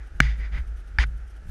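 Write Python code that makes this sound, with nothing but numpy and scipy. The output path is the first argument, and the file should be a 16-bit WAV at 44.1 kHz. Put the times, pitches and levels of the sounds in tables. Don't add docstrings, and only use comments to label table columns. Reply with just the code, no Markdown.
import sys
import numpy as np
from scipy import signal
from scipy.fft import rfft, irfft, next_fast_len
from scipy.io import wavfile
from scipy.ndimage import uniform_filter1d, map_coordinates

SR = 44100
rng = np.random.default_rng(int(sys.argv[2]) if len(sys.argv) > 2 else 0)


def log_audio(samples):
    frames = np.atleast_2d(samples).T
    limited = np.clip(frames, -1, 1)
    pcm = np.round(limited * 32767).astype(np.int16)
    wavfile.write(sys.argv[1], SR, pcm)


N = 66150


def amp(db):
    return 10 ** (np.asarray(db) / 20)


def unit(x):
    return x / np.sqrt(np.mean(x ** 2) + 1e-20)


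def since(s):
    return np.maximum(np.arange(N) / SR - s, 0)


def along(points, hz):
    f, v = np.transpose(points)
    return np.interp(np.log(hz + 1), np.log(f + 1), v)


def wobble(rate):
    return map_coordinates(rng.standard_normal(int(N * rate / SR) + 4), [np.arange(N) * rate / SR])


def filtered(x, response):
    m = next_fast_len(N + SR // 2)
    return irfft(rfft(x, m) * response(np.fft.rfftfreq(m, 1 / SR)), m)[:N]


def noise(spectrum):
    return unit(filtered(rng.standard_normal(N), lambda hz: amp(along(spectrum, hz))))


def ring(t, hz, t60, rise):
    return np.sin(2 * np.pi * hz * t) * amp(-60 * t / t60) * (1 - np.exp(-t / rise))


def scrapes():
    # (start [s], length [s], level [dB], fade over the stroke [dB], tilt [dB/octave], grit [dB],
    #  release T60 [s])
    strokes = [(0.0, 0.013, -45.5, 2.5, -6.5, -14, 0.16), (0.201, 0.07, -31.5, 6, 0.5, -8, 0.15),
               (0.276, .035, -40.5, 2.5, -0.5, -4, 0.26), (0.376, 0.086, -45.5, -0.5, -2, -9.5, 0.14),
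               (0.515, 0.067, -39.5, -1, -3.5, -5, 0.12), (0.985, .053, -23, 7.5, 0, -5, 0.038)]
    # (frequency [Hz], bandwidth [Hz], peak gain [dB])
    modes = [(846, 59, -13.5), (1490, 330, -4.5), (1970, 205, 3.5), (2330, 200, -1.5), (3200, 230, -18.5),
             (3540, 164, -13), (4880, 110, -11), (6410, 450, -26)]
    # (frequency [Hz], relative level [dB])
    grit_spectrum = [(100, 9), (400, -3), (1100, -1), (3000, 3.5), (4500, -4.5), (6500, -9.5),
                     (7600, -22.5), (10000, -20), (12000, -64)]
    rise_s, slips_per_s, slip_scatter, roughness_db = 0.012, 9000, 0.35, 0.7

    def resonances(f):
        return sum((-1) ** k * amp(db) * 1j * f * width / (hz * hz - f * f + 1j * f * width)
                   for k, (hz, width, db) in enumerate(modes))

    out = np.zeros(N)
    for start, length, db, fade_db, tilt, grit_db, release_t60 in strokes:
        t = since(start)
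        slips = (rng.random(N) < slips_per_s / SR) * rng.choice([-1, 1], N)
        strengths = np.exp(slip_scatter * rng.standard_normal(N))
        rub = unit(filtered(slips * strengths, resonances)) + amp(grit_db) * noise(grit_spectrum)
        rub = unit(filtered(rub, lambda hz: amp(tilt * np.log2(np.maximum(hz, 200)))))
        stroke_db = db - fade_db * np.minimum(t / length, 1)
        release_db = -60 * since(start + length) / release_t60
        level_db = stroke_db + release_db + roughness_db * wobble(130)
        out += rub * amp(level_db) * (1 - np.exp(-t / rise_s))
    return out


def rumble_and_air():
    # (time [s], level [dB])
    rumble_swells = [(0, -33.5), (0.109, -41.5), (0.179, -30.5), (.3, -24.5), (.36, -35.5), (.4, -25.5),
                     (.49, -31.5), (0.539, -24), (.6, -23), (0.649, -34.5), (0.709, -28), (0.851, -39),
                     (.96, -32.5), (1.15, -33), (1.331, -38), (1.44, -40.5), (1.5, -27.5)]
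    # (frequency [Hz], relative level [dB])
    rumble_spectrum = [(10, -25), (25, -2), (38, 0.5), (53, 8.5), (64, -7), (85, -12.5), (110, -28.5),
                       (133, -24), (170, -28), (260, -42.5), (500, -69)]
    # (frequency [Hz], relative level [dB])
    air_spectrum = [(30, 7.5), (200, 2), (350, 3), (600, -3), (850, -2.5), (1050, -12), (1350, 3),
                    (1650, 1.5), (2000, -6), (3000, -13), (4000, -18.5), (6000, -18.5), (7500, -24),
                    (11500, -27.5), (12300, -49)]
    air_db, sway_db, flutter_db = -55.5, -0.22, 0.74
    rumble = noise(rumble_spectrum)
    running_rms = np.sqrt(np.abs(uniform_filter1d(rumble ** 2, size=2600)) + 1e-6)
    swell_gain = amp(np.interp(since(0), *np.transpose(rumble_swells)))
    hiss = amp(air_db + sway_db * wobble(4) + flutter_db * wobble(33)) * noise(air_spectrum)
    return swell_gain * rumble / running_rms + hiss


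def treble_flicker():
    # (frequency [Hz], relative level [dB])
    hiss_spectrum = [(1500, -44), (3000, 6), (4500, -10.5), (6000, 0), (7500, -12.5), (9500, 2),
                     (10700, -27), (11600, 1), (12300, -40)]
    # (time [s], level [dB])
    swells = [(0.074, -67), (.17, -68.5), (.68, -65), (.775, -64.5), (0.804, -65.5), (.88, -65.5),
              (1.07, -66), (1.18, -68), (1.28, -66), (1.309, -65), (1.37, -66)]
    width_s = 0.012
    t = since(0)
    envelope = sum(amp(db) * np.exp(-((t - peak) / width_s) ** 2) for peak, db in swells)
    return envelope * noise(hiss_spectrum)


def knocks():
    # (time [s], click [dB], pitch [ratio], rise [s], tilt [dB/octave], crack [dB], hollow ring [dB])
    contacts = [(0.2032, 6, 0.98, 0.00031, -1, -14, -52), (0.2046, 0.5, 0.99, 0.00023, -1.5, -15.5, -62),
                (0.9859, 2.5, 0.99, 0.0013, 5.5, -24.5, -20), (1.039, -12, 0.86, 0.0011, 0, -43, -44)]
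    # (frequency [Hz], relative level [dB], T60 [s])
    modes = [(1669, -6, 0.0082), (1766, -6, 0.014), (2257, -5, 0.008), (2830, -21.5, 0.01),
             (3390, -18.5, 0.0044), (4760, -17, 0.0039)]
    # (frequency [Hz], relative level [dB])
    crack_spectrum = [(200, -18), (1000, 7), (2200, 9.5), (3500, 2), (6000, -4.5), (7500, -47),
                      (10000, -11.5), (12000, -54)]
    crack_t60_s, hollow_hz, hollow_t60_s = 0.012, 860, 0.029
    lowest_hz = modes[0][0]
    out = np.zeros(N)
    for start, click_db, pitch, rise, tilt, crack_db, hollow_db in contacts:
        t = since(start)
        click = sum(amp(db + tilt * np.log2(hz / lowest_hz)) * ring(t, hz * pitch, t60, rise)
                    for hz, db, t60 in modes)
        out -= amp(click_db) * click
        out += amp(crack_db - 60 * t / crack_t60_s) * (t > 0) * noise(crack_spectrum)
        out += amp(hollow_db) * ring(t, hollow_hz, hollow_t60_s, rise)
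    return out


def hull_boom():
    # (time [s], thud [dB], boom [dB], boom T60 [s], overtone [dB])
    blows = [(0.204, -8, -13, 0.59, -20), (0.9865, -40, -6, 0.23, -35), (1.0423, -35, -28, 1, -33)]
    thud_s, boom_hz, rise_s = 0.0041, 54.78, 0.0048
    overtone_hz, overtone_t60_s = 134.3, 0.29
    out = np.zeros(N)
    for start, thud_db, boom_db, boom_t60, overtone_db in blows:
        t = since(start)
        out += amp(thud_db) * np.sin(np.pi * np.minimum(t / thud_s, 1)) ** 2
        out += amp(boom_db) * ring(t, boom_hz, boom_t60, rise_s)
        out += amp(overtone_db) * ring(t, overtone_hz, overtone_t60_s, rise_s)
    return out


def scene():
    return (scrapes() + rumble_and_air() + treble_flicker() + knocks() + hull_boom())[None]


def record(dry):
    bottom_hz, top_hz, ceiling = 15, 12100, 0.93
    highpass = signal.butter(1, bottom_hz, "highpass", fs=SR, output="sos")
    lowpass = signal.ellip(10, rp=0.1, rs=70, Wn=top_hz, fs=SR, output="sos")
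    saturated = np.clip(signal.sosfilt(highpass, dry), -ceiling, ceiling)
    return signal.sosfilt(lowpass, saturated)


dry = scene()
out = record(dry)
log_audio(out)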